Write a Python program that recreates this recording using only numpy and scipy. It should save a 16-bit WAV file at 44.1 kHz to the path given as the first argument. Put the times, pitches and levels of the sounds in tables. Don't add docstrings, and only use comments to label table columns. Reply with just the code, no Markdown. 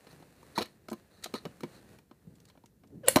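import sys
import numpy as np
from scipy import signal
from scipy.fft import rfft, irfft
from scipy.io import wavfile

SR = 44100
rng = np.random.default_rng(int(sys.argv[2]) if len(sys.argv) > 2 else 0)


def output_pcm(signal):
    pcm = np.clip(np.atleast_2d(signal).T, -1, 1) * 32767
    wavfile.write(sys.argv[1], SR, np.round(pcm).astype(np.int16))


N = 141120

# time in seconds, box panel pitch in Hz, shell panel pitch in Hz,
# box thump, shell knock, clack and contact tick (attack levels in dB), ring length as a factor on every t60.
KNOCKS = [(.068,200,520,-60,-54.5,-60,-74,1.1), (.127,170,417,-57.5,-58,-68,-66,1.3),
          (.199,155,500,-56.5,-62,-74,-72,1), (.224,194,564,-55,-55,-65,-72,1.16),
          (.428,192,940,-59.5,-55,-76,-68,0.76), (.5775,190,922,-34.5,-26,-44,-44,1.12),
          (0.5836,215,880,-35.5,-34.5,-34,-48.5,0.8), (.594,300,676,-50,-35,-49,-67,0.98),
          (.6075,290,470,-39,-36.5,-45,-52,1), (.616,180,630,-43.5,-39,-42.5,-55,1),
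          (.624,260,700,-51,-56,-41,-47,0.97), (.656,200,600,-64,-73,-56.5,-59,1),
          (.8845,238,640,-50,-45,-50.5,-57.5,0.77), (.915,218,647,-40,-40.5,-68,-55,0.92),
          (.929,286,600,-40.5,-43,-51.5,-51,0.92), (1.2582,280.5,703,-52,-41.5,-48,-58,0.97),
          (1.339,267,400,-36.5,-37.5,-42,-48.5,0.81), (1.349,220,396,-55,-41,-49,-69,.8),
          (1.4525,288,600,-44,-41.5,-47,-57,.8), (1.457,149,550,-41,-40.5,-71,-76,0.93),
          (1.606,220,1305,-57,-52.5,-58.5,-57,.8), (1.6334,190,520,-36,-40,-48,-56.5,1.2),
          (1.987,200,1450,-67.5,-62.5,-63,-67.5,0.71), (2.111,220,600,-54.5,-55,-66,-78,1.02),
          (2.499,220,1010,-73,-63,-62,-72,1), (2.552,220,790,-69,-61.5,-80,-98,0.89),
          (2.574,220,650,-60.5,-61,-69.5,-89,0.84), (2.637,219.5,944,-59.5,-58,-73,-81,0.93),
          (2.835,220,600,-63,-61.5,-70.5,-80.5,1.16), (3.159,215,763,-19,-22.5,-23.5,-27,0.68),
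          (3.1673,280,1030,-31,-18.5,-32.5,-33.5,1.02), (3.185,330,1050,-53,-36,-40,-50,1)]
# lower edge in Hz, upper edge in Hz.
REGISTERS_HZ = [(130, 380), (350, 1500), (1500, 5000), (5000, 16000)]
# level in dB against the modes, t60 in seconds at ring length 1.
RATTLE = [(-11, .07), (-1, .042), (1, 0.039), (4, 0.031)]
# centre pitch in Hz, mean level in dB, t60 in s at ring length 1.
BODY_MODES = [(170,-5.5,.055), (215,-4,.05), (268.8,0,.055), (347,1,.06), (500,1,0.039), (621,1.5,.045),
              (763,-4.5,0.037), (943,-0.5,0.032), (1020,-3,.045), (1250,-4,.045), (2307,-2.5,.04),
              (2958,-3,0.032), (4196,-1.5,0.033), (5510,-6,.04), (6540,-6,.025)]
MODE_SCATTER_DB, PITCH_SCATTER = 4, .025
THUMP_LEAD_S, CONTACT_RISE_S = .0019, .00094
PANEL_DB, BOX_PANEL_T60_S, SHELL_PANEL_T60_S = 1, .045, .035

POP_S, POP_DB = 3.0824, -19.5
CRACK_S, CRACK_DB = 3.0843, -15.5
# pitch in Hz, relative level in dB, t60 in seconds.
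TIE_MODES = [(520,2,.04), (600,-3,0.037), (880,-13.5,0.033), (1255,-14.5,0.028), (1530,-12.5,.025),
             (1910,-7,0.039), (2265,-13,0.04), (2850,-7,0.029), (3460,-10.5,0.028), (4230,-11.5,0.034)]
# pitch in Hz, relative level in dB, t60 in seconds.
BLADE_MODES = [(4290,-18,.25), (5670,-25,.13), (7350,-1,.05), (7550,-2,.05), (8720,-5,0.091),
               (9265,-7,0.099), (9935,-9,.12), (10800,-12,0.23), (11000,-17,0.26), (11500,-21,.14),
               (14080,-17,.15)]
# frequency in Hz, gain in dB.
CRACK_COLOUR = [(500,-5.5), (2000,-9), (4200,-15), (6000,-10.5), (7500,-0.5), (10000,5.5), (12500,-6),
                (15500,-3)]
# frequency in Hz, gain in dB.
SHIMMER_COLOUR = [(500,-9), (2200,1.5), (3200,-5), (4300,0), (5800,-7), (7500,-1), (10500,1.5), (12500,0),
                  (15500,-8)]
BLADE_DB, SHIMMER_DB = -12.5, -18
CRACK_T60_S, SHIMMER_T60_S, TIE_LOW_CUT_HZ = .0099, .27, 340

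CREAK_S, CREAK_LENGTH_S, CREAK_DB = 3.033, .0363, -42.5
CREAK_HZ, CREAK_SAG_HZ_PER_S, CREAK_JITTER = 572, 4300, .3
# multiple of the pitch, relative level in dB.
CREAK_PARTIALS = [(1,1), (2,-20), (3,-13), (4,-27)]
CREAK_RASP_HZ, CREAK_RASP_WIDTH_HZ, CREAK_RASP_DB = 3000, 140, -19
BITE_S, BITE_LENGTH_S, BITE_DB, BITE_RISE_DB = 3.06, .023, -26, 30
# frequency in Hz, gain in dB.
BITE_COLOUR = [(300,-24), (560,12.5), (900,-4), (2000,-5.5), (4000,-1.5), (6000,-17), (8000,-3), (9500,-27),
               (15000,-24)]

# time in seconds, attack level in dB, t60 in seconds.
TICKS = [(.899,-52,0.048), (1.224,-61,.03), (1.237,-46,0.033), (1.241,-37,0.025), (2.353,-67.5,0.049),
         (2.401,-64,.025), (2.453,-61.5,0.023), (2.485,-65,0.046), (2.658,-61,.03), (2.872,-72,.04),
         (3.061,-58,.012)]
# frequency in Hz, gain in dB.
TICK_COLOUR = [(200,-20), (1200,-5.5), (2600,-3), (4200,-0.5), (6000,-1), (8000,-0.5), (10500,-9.5),
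               (12400,-5.5), (13500,-15), (15500,-20)]
TICK_RISE_S = .0015

# start in seconds, length in seconds, level at mid-stroke in dB.
SCRAPES = [(.095,.03,-61), (0.552,.035,-43.5), (.582,.022,-37.5), (.611,.022,-39.5), (0.633,0.037,-57.5),
           (1.104,0.12,-67.5), (1.226,0.049,-50.5), (1.342,.03,-41), (1.368,.026,-50), (1.715,0.09,-64),
           (2.47,0.036,-71)]
# centre in Hz, width of each of two passes in Hz, level in dB.
SCRAPE_RESONANCES = [(454,500,-7.5), (1294,190,-6.5), (1800,410,-7.5), (4052,310,-1.5), (4290,320,-4),
                     (6400,1500,-12.5), (8800,5000,-10.5)]
SLIPS_PER_S, SLIP_SPREAD_DB = 2500, 2.5

# time in seconds, attack level in dB.
BUMPS = [(.573,-49), (.606,-49.5), (.921,-57), (1.453,-50), (2.268,-53), (3.158,-32)]
# frequency in Hz, gain in dB.
BUMP_COLOUR = [(20,-30), (50,-7), (85,0.5), (170,-3), (400,-30), (2000,-70)]
BUMP_T60_S = .065

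# time in seconds, level in dB.
RUMBLE_LEVEL = [(0,-72), (.14,-59.5), (.3,-65), (.54,-61), (.66,-67), (.8,-62.5), (.95,-65), (1.1,-67),
                (1.48,-56.5), (1.58,-63.5), (1.7,-61), (1.93,-57), (2.06,-68.5), (2.245,-67), (2.275,-56),
                (2.33,-60), (2.5,-66), (2.78,-67), (2.905,-55), (2.945,-45.5), (3.02,-55.5), (3.2,-44)]
# frequency in Hz, gain in dB.
RUMBLE_COLOUR = [(25,-32), (60,-5), (90,0.5), (160,2.5), (300,-4), (450,-8.5), (800,-29), (2000,-54)]
# time in seconds, level in dB.
RUB_LEVEL = [(0,-64.5), (.1,-60), (.33,-65), (.52,-60.5), (.68,-63.5), (.8,-73), (.97,-64.5), (1.08,-69),
             (1.3,-61.5), (1.51,-62.5), (1.58,-64), (1.76,-58), (1.83,-65), (1.94,-60.5), (2.05,-76.5),
             (2.45,-71), (2.76,-81), (3.2,-71)]
# frequency in Hz, gain in dB.
RUB_COLOUR = [(150,-3.5), (500,4), (1000,-5), (1300,-6), (1800,-3.5), (2200,-9.5), (2650,-8.5),
              (3200,-15.5), (4200,-10), (5200,-17), (9000,-14.5), (15500,-22)]
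GRAINS_PER_S, GRAIN_DB, GRAIN_SPREAD_DB = 250, -7, 4

# frequency in Hz, gain in dB.
AIR_COLOUR = [(15, -44), (25, -16.5), (69, 7), (204, -3), (359, -11.5), (482, -17.5), (567, -21),
              (895, -22.5), (2770, -29.5), (9050, -26.5), (15500, -24)]
AIR_DB = -70
# frequency in Hz, gain in dB.
ROOM_COLOUR = [(80,-2.5), (300,-3.5), (1000,-1.5), (4000,2.5), (10000,-1.5), (16000,-6)]
ROOM_T60_S, ROOM_DB, ROOM_DELAY_S = .2, -17, .005

LOW_CUT_HZ, CUTOFF_HZ = 35, 15200
ATTACK_S = .0075
RING_TIME = np.arange(SR // 6) / SR


def knocks():
    out = np.zeros(N)
    bands = [signal.butter(2, edges, "band", fs=SR, output="sos") for edges in REGISTERS_HZ]
    contact = np.minimum(RING_TIME / CONTACT_RISE_S, 1)
    for s, box_hz, shell_hz, *levels_db, length in KNOCKS:
        body = [(hz, db, t60 * length) for hz, db, t60 in BODY_MODES]
        modes = ring(body, MODE_SCATTER_DB, PITCH_SCATTER)
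        box = panel_tone(box_hz, BOX_PANEL_T60_S * length)
        shell = panel_tone(shell_hz, SHELL_PANEL_T60_S * length)
        panels = [box, shell, 0, 0]
        for k, (band, db, panel, (rattle_db, t60)) in enumerate(zip(bands, levels_db, panels, RATTLE)):
            tone = attack_one(signal.sosfilt(band, modes))
            rattle = attack_one(signal.sosfilt(band, burst(t60 * length)))
            blow = contact * (tone + from_db(PANEL_DB) * panel + from_db(rattle_db) * rattle)
            start = s - THUMP_LEAD_S * (k == 0)
            add(out, start, from_db(db) * attack_one(signal.sosfilt(band, blow)))
    return out


def panel_tone(hz, t60):
    return attack_one(np.cos(2 * np.pi * hz * RING_TIME) * dying(t60))


def snip():
    out = np.zeros(N)
    low_cut = signal.butter(2, TIE_LOW_CUT_HZ, "high", fs=SR, output="sos")
    pop = signal.sosfilt(low_cut, ring(TIE_MODES))
    add(out, POP_S, from_db(POP_DB) * attack_one(pop))
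    crack = attack_one(coloured(burst(CRACK_T60_S), CRACK_COLOUR))
    shimmer = attack_one(coloured(burst(SHIMMER_T60_S), SHIMMER_COLOUR))
    blades = attack_one(ring(BLADE_MODES))
    clap = crack + from_db(SHIMMER_DB) * shimmer + from_db(BLADE_DB) * blades
    add(out, CRACK_S, from_db(CRACK_DB) * clap)
    return out


def creak():
    out, swell = np.zeros(N), arch(CREAK_LENGTH_S)
    jitter, grit, crunch = rng.standard_normal((3, SR // 4))
    sagging_hz = CREAK_HZ - CREAK_SAG_HZ_PER_S * np.arange(len(swell)) / SR
    hz = sagging_hz * (1 + CREAK_JITTER * jitter[:len(swell)])
    phase = 2 * np.pi * np.cumsum(hz) / SR
    squeak = rms_one(sum(from_db(db) * np.sin(round(k) * phase) for k, db in CREAK_PARTIALS))
    pulsed_grit = grit[:len(swell)] * (1 + np.cos(phase))
    rasp = resonate(pulsed_grit, CREAK_RASP_HZ, CREAK_RASP_WIDTH_HZ)
    add(out, CREAK_S, from_db(CREAK_DB) * swell * (squeak + from_db(CREAK_RASP_DB) * rasp))
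    force = from_db(np.linspace(BITE_DB - BITE_RISE_DB, BITE_DB, int(BITE_LENGTH_S * SR)))
    add(out, BITE_S, force * rms_one(coloured(crunch[:len(force)], BITE_COLOUR)))
    return out


def scrapes():
    grit = slips(SLIPS_PER_S, SLIP_SPREAD_DB)
    rasp = np.zeros(N)
    for hz, width, db in SCRAPE_RESONANCES:
        rasp += from_db(db) * resonate(resonate(grit, hz, width), hz, width)
    pressure = np.zeros(N)
    for s, length, db in SCRAPES:
        add(pressure, s, from_db(db) * arch(length))
    return rms_one(rasp) * pressure


def ticks():
    out = np.zeros(N)
    for s, db, t60 in TICKS:
        contact = burst(t60) * np.minimum(RING_TIME / TICK_RISE_S, 1)
        add(out, s, from_db(db) * attack_one(coloured(contact, TICK_COLOUR)))
    return out


def bumps():
    out = np.zeros(N)
    for s, db in BUMPS:
        add(out, s, from_db(db) * attack_one(coloured(burst(BUMP_T60_S), BUMP_COLOUR)))
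    return out


def handling(level, colour):
    grains = rms_one(slips(GRAINS_PER_S, GRAIN_SPREAD_DB))
    friction = rng.standard_normal(N) + from_db(GRAIN_DB) * grains
    movement = from_db(np.interp(np.arange(N) / SR, *np.transpose(level)))
    return movement * rms_one(coloured(friction, colour))


def still_air():
    return from_db(AIR_DB) * rms_one(coloured(rng.standard_normal(N), AIR_COLOUR))


def room(x):
    tail, out = coloured(burst(ROOM_T60_S), ROOM_COLOUR), np.zeros(N)
    add(out, ROOM_DELAY_S, signal.fftconvolve(x, tail / np.linalg.norm(tail)))
    return from_db(ROOM_DB) * out


def slips(per_s, spread_db):
    happens = rng.random(N) < per_s / SR
    sign = rng.choice([-1, 1], N)
    return happens * sign * from_db(spread_db * np.minimum(rng.exponential(1, N), 4))


def ring(modes, scatter_db=0, detune=0):
    chance = rng.standard_normal((len(modes), 2))
    out = np.zeros(len(RING_TIME))
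    for k, ((hz, db, t60), (a, b)) in enumerate(zip(modes, chance)):
        swing = np.sin(2 * np.pi * hz * (1 + detune * b) * RING_TIME)
        out += (-1) ** k * from_db(db + scatter_db * a) * dying(t60) * swing
    return out


def burst(t60):
    return rng.standard_normal(len(RING_TIME)) * dying(t60)


def dying(t60):
    return np.exp(-np.log(1000) * RING_TIME / t60)


def arch(length):
    return np.sqrt(np.abs(np.sin(np.linspace(0, np.pi, int(length * SR)))))


def resonate(x, hz, width):
    return rms_one(signal.lfilter(*signal.iirpeak(hz, hz / width, fs=SR), x + 1e-18))


def coloured(x, points):
    size = 4096
    hz, db = np.transpose(points)
    bins = np.maximum(np.arange(size // 2 + 1) * SR / size, 1)
    cepstrum = irfft(np.log(from_db(np.interp(np.log(bins), np.log(hz), db))))
    cepstrum[1:size // 2] *= 2
    cepstrum[size // 2 + 1:] = 0
    return signal.oaconvolve(x, irfft(np.exp(rfft(cepstrum))))[:len(x)]


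def from_db(db):
    return 10 ** (np.asarray(db) / 20)


def rms_one(x):
    return x / np.sqrt(np.mean(x ** 2) + 1e-20)


def attack_one(x):
    return x / np.sqrt(np.mean(x[:int(ATTACK_S * SR)] ** 2) + 1e-20)


def add(out, s, x):
    i = int(s * SR)
    out[i:i + len(x)] += x[:max(len(out) - i, 0)]


def scene():
    contacts = knocks() + snip() + creak() + scrapes() + ticks() + bumps()
    hands = handling(RUMBLE_LEVEL, RUMBLE_COLOUR) + handling(RUB_LEVEL, RUB_COLOUR)
    return (contacts + room(contacts) + hands + still_air())[None]


def record(dry):
    thinned = signal.sosfilt(signal.butter(1, LOW_CUT_HZ, "high", fs=SR, output="sos"), dry)
    return signal.sosfilt(signal.ellip(10, .2, 70, CUTOFF_HZ, fs=SR, output="sos"), thinned)


dry = scene()
out = record(dry)
output_pcm(out)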